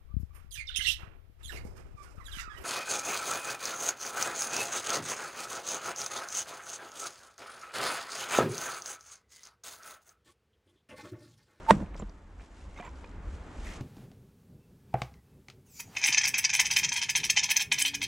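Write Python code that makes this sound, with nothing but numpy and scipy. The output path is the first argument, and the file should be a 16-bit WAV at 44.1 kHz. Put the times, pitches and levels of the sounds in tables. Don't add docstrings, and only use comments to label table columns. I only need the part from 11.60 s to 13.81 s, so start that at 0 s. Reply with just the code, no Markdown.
import sys
import numpy as np
from scipy import signal
from scipy.fft import rfft, irfft
from scipy.io import wavfile
from scipy.ndimage import uniform_filter1d

SR = 44100
rng = np.random.default_rng(int(sys.argv[2]) if len(sys.argv) > 2 else 0)


def int16_out(signal):
    q = np.round(np.clip(np.atleast_2d(signal).T, -1, 1) * 32767)
    wavfile.write(sys.argv[1], SR, q.astype(np.int16))


def invert_db(x):
    u = np.asarray(x, float) / 20
    return 10 ** u


N = 97328

# [t/s, level/dB]
RUMBLE_SPECTRUM = [(8.8, -68), (15, -21.5), (38, 1.5), (54, -0.5), (64, -5), (81, -6), (119, -23),
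                   (160, -20.5), (210, -27), (350, -120)]
RUMBLE_COURSE = [(0.0, -45), (0.07, -50), (0.13, -33), (0.28, -45), (0.45, -44), (0.58, -52), (0.8, -44),
                 (0.9, -54), (1.08, -45), (1.25, -48), (1.6, -42.5), (1.68, -37), (1.85, -47), (2.2, -41)]
# [t/s, level/dB]
WASH_SPECTRUM = [(53, -40.5), (90, -2.5), (112, -33.5), (138, -3.5), (288, -4.5), (424, -9.5), (574, -10.5),
                 (1510, -15.5), (2000, -20.5), (15500, -65.5)]
WASH_COURSE = [(0.0, -46.5), (0.65, -59.5), (2.2, -47)]
# [t/s, level/dB]
RUSTLE_SPECTRUM = [(880, -37), (1500, -29.5), (2130, -3), (2920, -3.5), (4440, -8.5), (7300, -7.5),
                   (9600, -17.5), (11000, -24), (13900, -49), (15500, -58.5)]
RUSTLE_COURSE = [(0, -66.5), (.15, -57.5), (.28, -71.5), (.345, -79), (.38, -59.5), (.44, -71.5),
                 (.65, -76.5), (.77, -74.5), (.83, -65), (.9, -71.5), (1.0, -65.5), (1.12, -69.5),
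                 (1.18, -64), (1.27, -68), (1.32, -69.5), (1.4, -67), (1.6, -74), (1.72, -63.5),
                 (1.86, -69), (1.99, -62), (2.07, -53.5), (2.17, -54), (2.2, -66)]
# [t/s, level/dB]
RUB_SPECTRUM = [(1300, -37), (1750, -12), (2000, -8), (2300, -15), (3200, -41)]
RUB_COURSE = [(2.0, -78), (2.06, -51), (2.13, -53), (2.18, -81)]
# [f/Hz, correlation]
CHANNEL_LIKENESS = [(60, 1.0), (130, 0.93), (290, 0.99), (640, 0.87), (1410, 0.73), (3100, 0.64), (6820, 1),
                    (15000, 0.58)]
# [f/Hz, left minus right level/dB]
NEAR_LEAN = [(60, -3.5), (240, -1.0), (950, -4.5), (3770, -1), (15000, -0.5)]
# [t/s, level/dB]
THUD_SPECTRUM = [(20, -24), (45, -12), (90, -17), (140, -5), (190, 2), (260, -12), (400, -16), (800, -25.5),
                 (1500, -35.5), (3500, -70)]
THUD_COURSE = [(.11, -33), (.14, -29), (.17, -33), (.19, -36.5), (.215, -34), (.25, -39.5), (.27, -57),
               (.29, -49.5)]
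# [start t/s, length t/s, relative level/dB]
SCRAPE_STROKES = [(0.331, 0.025, -51), (0.393, 0.024, -53.5), (0.784, 0.049, -55.5), (1.15, 0.05, -51),
                  (1.184, 0.038, -45.5), (1.215, 0.09, -48.5)]
# [f/Hz, level/dB per Hz]
SCRAPE_SPECTRUM = [(150, -30), (250, -2), (402, 0), (712, 0), (1000, 1), (1560, -7), (2370, -4),
                   (4010, -21), (7440, -33), (12000, -52), (15600, -81), (22000, -120)]
# [t/s, peak level/dB, f/Hz, t60 of the mode/s]
STEEL_PINGS = [(.393, -47.5, 7300, 0.03), (.393, -59, 5480, 0.028), (0.392, -58.5, 6200, 0.027),
               (1.049, -55, 1042, 0.099), (1.2, -42, 717, 0.122), (1.161, -50, 2123, 0.09),
               (1.174, -46.5, 2250, .03), (1.175, -57, 3700, .05), (1.175, -58, 6200, .02),
               (1.204, -48, 2400, .03), (1.239, -44, 1010, .05), (1.228, -40, 980, 0.034),
               (1.226, -46.5, 2010, 0.1), (1.249, -56, 7260, 0.11), (1.249, -44, 2340, 0.042),
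               (1.251, -41, 1006, 0.045), (1.275, -40.5, 996, 0.068), (1.276, -57, 2290, 0.046),
               (1.443, -50.5, 2453, 0.034), (0.395, -46.5, 1000, 0.079)]
# [t/s, main partial level/dB, main partial f/Hz]
SPLINTER_TICKS = [(0.0655, -40, 1200), (0.2615, -52, 2400), (0.3645, -48, 5100), (0.423, -47, 3000),
                  (0.4954, -49.5, 4560), (0.7971, -48, 1950), (1.011, -55, 3300), (1.2012, -48, 2400),
                  (1.4431, -50, 2370), (1.2915, -54, 5800), (1.3562, -57, 4750), (1.444, -53, 4800),
                  (1.4749, -57, 3900), (1.493, -57, 6500), (1.513, -57, 4200)]
# [t/s, peak level/dB, brightness/dB per octave before a common darkening]
LOG_KNOCKS = [(0.203, -41, 14.5), (0.226, -31, -9), (0.348, -40.5, -16), (0.354, -34.5, 1),
              (0.398, -33, -3), (0.422, -31.5, -5.5), (0.427, -35.5, 1), (0.493, -42, -4.5),
              (1.193, -40, 8), (1.198, -36, -3), (1.224, -41, 17.5), (1.277, -42.5, -4.5),
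              (1.442, -39.5, 10.5)]
# [f/Hz before detuning, relative level/dB, t60/s]
LOG_MODES = [(177, -19, 0.07), (206, -17, 0.09), (307, -16.5, 0.13), (480, 0, 0.025), (600, 0, 0.03),
             (680, 1, 0.016), (1017, 10.5, 0.01), (1450, -12.5, 0.038), (1836, -9, 0.026),
             (2705, -18.5, 0.022)]
# [t/s, level/dB]
SWELL_COURSE = [(.06, -80.5), (.075, -45), (.09, -21.5), (.098, -18), (.105, -13.5), (.1078, -17),
                (.109, -20), (.114, -75.5)]
# [t/s, level/dB, f/Hz]
TYRE_BOOMS = [(.1131, -9, 195), (.138, -21, 200), (.209, -25, 215), (.232, -30, 180), (.424, -33, 195),
              (1.197, -39, 210)]
# [f/Hz, level/dB per Hz]
CRACK_SPECTRUM = [(650, -11.5), (1100, -18.5), (2070, -19.5), (2390, -20), (2820, -27), (6760, -33),
                  (7550, -28), (10400, -41), (15500, -74)]

BLOW_S = .1079
ROUGHNESS_DB = 1.5
RISE_CYCLES = 0.48


def evened(x):
    return x / np.sqrt(np.mean(x ** 2) + 1e-20)


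def read(points, hz):
    f, value = np.transpose(points)
    return np.interp(np.log(hz + 1), np.log(f + 1), value)


def curve(points):
    s, db = np.transpose(points)
    return invert_db(np.interp(np.arange(N) / SR, s, db))


def add(mix, s, sound):
    part = mix[round(s * SR):][:len(sound)]
    part += sound[:len(part)]


def noise(spectrum, patchy_db, flicker_db, size=512):
    hop, hz = size // 4, np.fft.rfftfreq(size, 1 / SR)
    a, b, c, d, patches = rng.standard_normal((N // hop + 5, len(hz), 5)).T
    flicker = evened(uniform_filter1d(patches[0], size=3))
    patches = uniform_filter1d(patches, size=8, axis=0)
    patches = evened(uniform_filter1d(patches, size=8, axis=1))
    same = np.clip(read(CHANNEL_LIKENESS, hz), -1, 1)[:, None]
    left = a + 1j * b
    right = same * left + np.sqrt(1 - same ** 2) * (c + 1j * d)
    level_db = read(spectrum, hz)[:, None] + patchy_db * patches + flicker_db * flicker
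    frames = np.array([left, right]) * invert_db(level_db)
    return evened(signal.istft(frames, nperseg=size, noverlap=size - hop)[1][:, :N])


def ring(hz, t60, rise_s):
    t = np.arange(0, .2, 1 / SR)
    return np.minimum(t / rise_s, 1) * invert_db(-60 * t / t60) * np.sin(2 * np.pi * hz * t)


def log_sound(tilt_db, detune):
    out = 0
    for (hz, db, t60), k in zip(LOG_MODES, detune):
        out = out + invert_db(db + tilt_db * np.log2(hz / 500)) * ring(hz * k, t60, RISE_CYCLES / hz)
    return out / abs(out).max()


def rumble():
    return curve(RUMBLE_COURSE) * noise(RUMBLE_SPECTRUM, patchy_db=2.0, flicker_db=0.0, size=4096)


def wash():
    return curve(WASH_COURSE) * noise(WASH_SPECTRUM, patchy_db=0.0, flicker_db=0.63, size=1024)


def rustle():
    cloth = curve(RUSTLE_COURSE) * noise(RUSTLE_SPECTRUM, patchy_db=0.0, flicker_db=1.87, size=256)
    rub = curve(RUB_COURSE) * noise(RUB_SPECTRUM, ROUGHNESS_DB, flicker_db=3.0, size=256)
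    return cloth + rub


def yard(x):
    t = np.arange(SR // 5) / SR
    signs = rng.choice([-1., 1.], (2, len(t)))
    present = rng.random((2, len(t))) < .04
    taps = signs * present * invert_db(-60 * t / .12) * (t > .003)
    return signal.fftconvolve(x[None], taps / np.linalg.norm(taps[0]), axes=1)[:, :N]


def scraping():
    grains_per_s, grain_decay_s, grain_spread_db = 1300, 0.002, 4
    t, stroke = np.arange(N) / SR, np.zeros(N)
    for s, length, db in SCRAPE_STROKES:
        stroke += invert_db(db) * np.sin(np.pi * np.clip((t - s) / length, 0, 1)) ** 2
    strength = invert_db(grain_spread_db * np.minimum(rng.exponential(1, N), 3))
    hits = (rng.random(N) < grains_per_s / SR) * strength
    grains = evened(signal.lfilter([1], [1, -np.exp(-1 / (grain_decay_s * SR))], hits))
    return stroke * grains * noise(SCRAPE_SPECTRUM, ROUGHNESS_DB, ROUGHNESS_DB, size=256)[0]


def pings():
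    out = np.zeros(N)
    for s, db, hz, t60 in STEEL_PINGS:
        drive = rng.standard_normal(1200) * invert_db(-60 * np.arange(1200) / SR / 0.03)
        ping = np.convolve(ring(hz, t60, .0005), drive)
        add(out, s, invert_db(db) * ping / abs(ping).max())
    return out


def ticks():
    t60 = 0.011
    out = np.zeros(N)
    for s, db, hz in SPLINTER_TICKS:
        partials = sum(ring(hz * q, t60 * 0.96, 0.000532) for q in rng.uniform(0.7, 1.35, 6))
        add(out, s, invert_db(db) * (ring(hz, t60, .0010) + .45 * partials))
    return out


def knocks():
    out = np.zeros(N)
    for s, db, tilt_db in LOG_KNOCKS:
        detune = rng.uniform(.9, 1.1, len(LOG_MODES))
        add(out, s, invert_db(db) * log_sound(tilt_db - 5.5, detune))
    return out


def thud():
    t = np.arange(N) / SR
    rise = np.clip((t - BLOW_S) / 0.0081, 0, 1)
    fall = np.clip((THUD_COURSE[-1][0] - t) / 0.017, 0, 1)
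    return rise * fall * curve(THUD_COURSE) * noise(THUD_SPECTRUM, ROUGHNESS_DB, ROUGHNESS_DB, size=2048)


def swell():
    low_hz, high_hz = 895.3, 7940
    high_db, fuzz_db = -49, -19
    waver_db, waver_s = -15, .002
    t = np.arange(N) / SR - BLOW_S
    waver = uniform_filter1d(rng.standard_normal((2, N)), round(waver_s * SR))
    size, turn = invert_db(waver_db) * evened(waver)
    low = (1 + size) * np.sin(2 * np.pi * low_hz * t + turn)
    high = invert_db(high_db) * np.sin(2 * np.pi * high_hz * t)
    fuzz = invert_db(fuzz_db) * noise(CRACK_SPECTRUM, ROUGHNESS_DB, ROUGHNESS_DB, size=256)
    return curve(SWELL_COURSE) * (np.sqrt(2) * (low + high) + fuzz)


def tyre():
    out = np.zeros(N)
    for s, db, hz in TYRE_BOOMS:
        add(out, s, -invert_db(db) * ring(hz, .07, RISE_CYCLES / hz))
    return out


def tearing():
    crack_db, crack_t60, splinter_db, splinter_t60 = -12.5, 0.022, -33, 0.14
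    t = np.arange(N) / SR - BLOW_S + 0.0014
    rise = np.clip(t / 0.00092, 0, 1)
    crack = invert_db(crack_db - 60 * abs(t) / crack_t60)
    splinters = invert_db(splinter_db - 60 * abs(t) / splinter_t60)
    return rise * (crack + splinters) * noise(CRACK_SPECTRUM, ROUGHNESS_DB, ROUGHNESS_DB, size=128)[0]


def blow():
    out = tyre() + tearing()
    add(out, BLOW_S, invert_db(-0.3) * log_sound(0, np.ones(len(LOG_MODES))))
    return out


def scene():
    near = blow() + knocks() + ticks() + pings() + scraping()
    lean = invert_db(np.outer([.5, -.5], read(NEAR_LEAN, np.fft.rfftfreq(N, 1 / SR))))
    placed = irfft(rfft(near + swell()) * lean, N)
    air = rumble() + wash() + rustle()
    mix = placed + invert_db(-19) * yard(near) + thud() + air
    left_lag_s = .000012
    return mix - np.array([[left_lag_s * SR], [0]]) * np.gradient(mix, axis=1)


def low_pass(x):
    return signal.sosfilt(signal.butter(12, 15670, fs=SR, output="sos"), x)


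def record(dry):
    limited = np.clip(dry, -1, 1)
    padded = np.pad(limited, [(0, 0), (127, 127)], "reflect")
    smooth = signal.oaconvolve(padded, signal.firwin(255, 15600, fs=SR)[None], "valid", axes=1)
    return low_pass(smooth)


dry = scene()
out = record(dry)
int16_out(out)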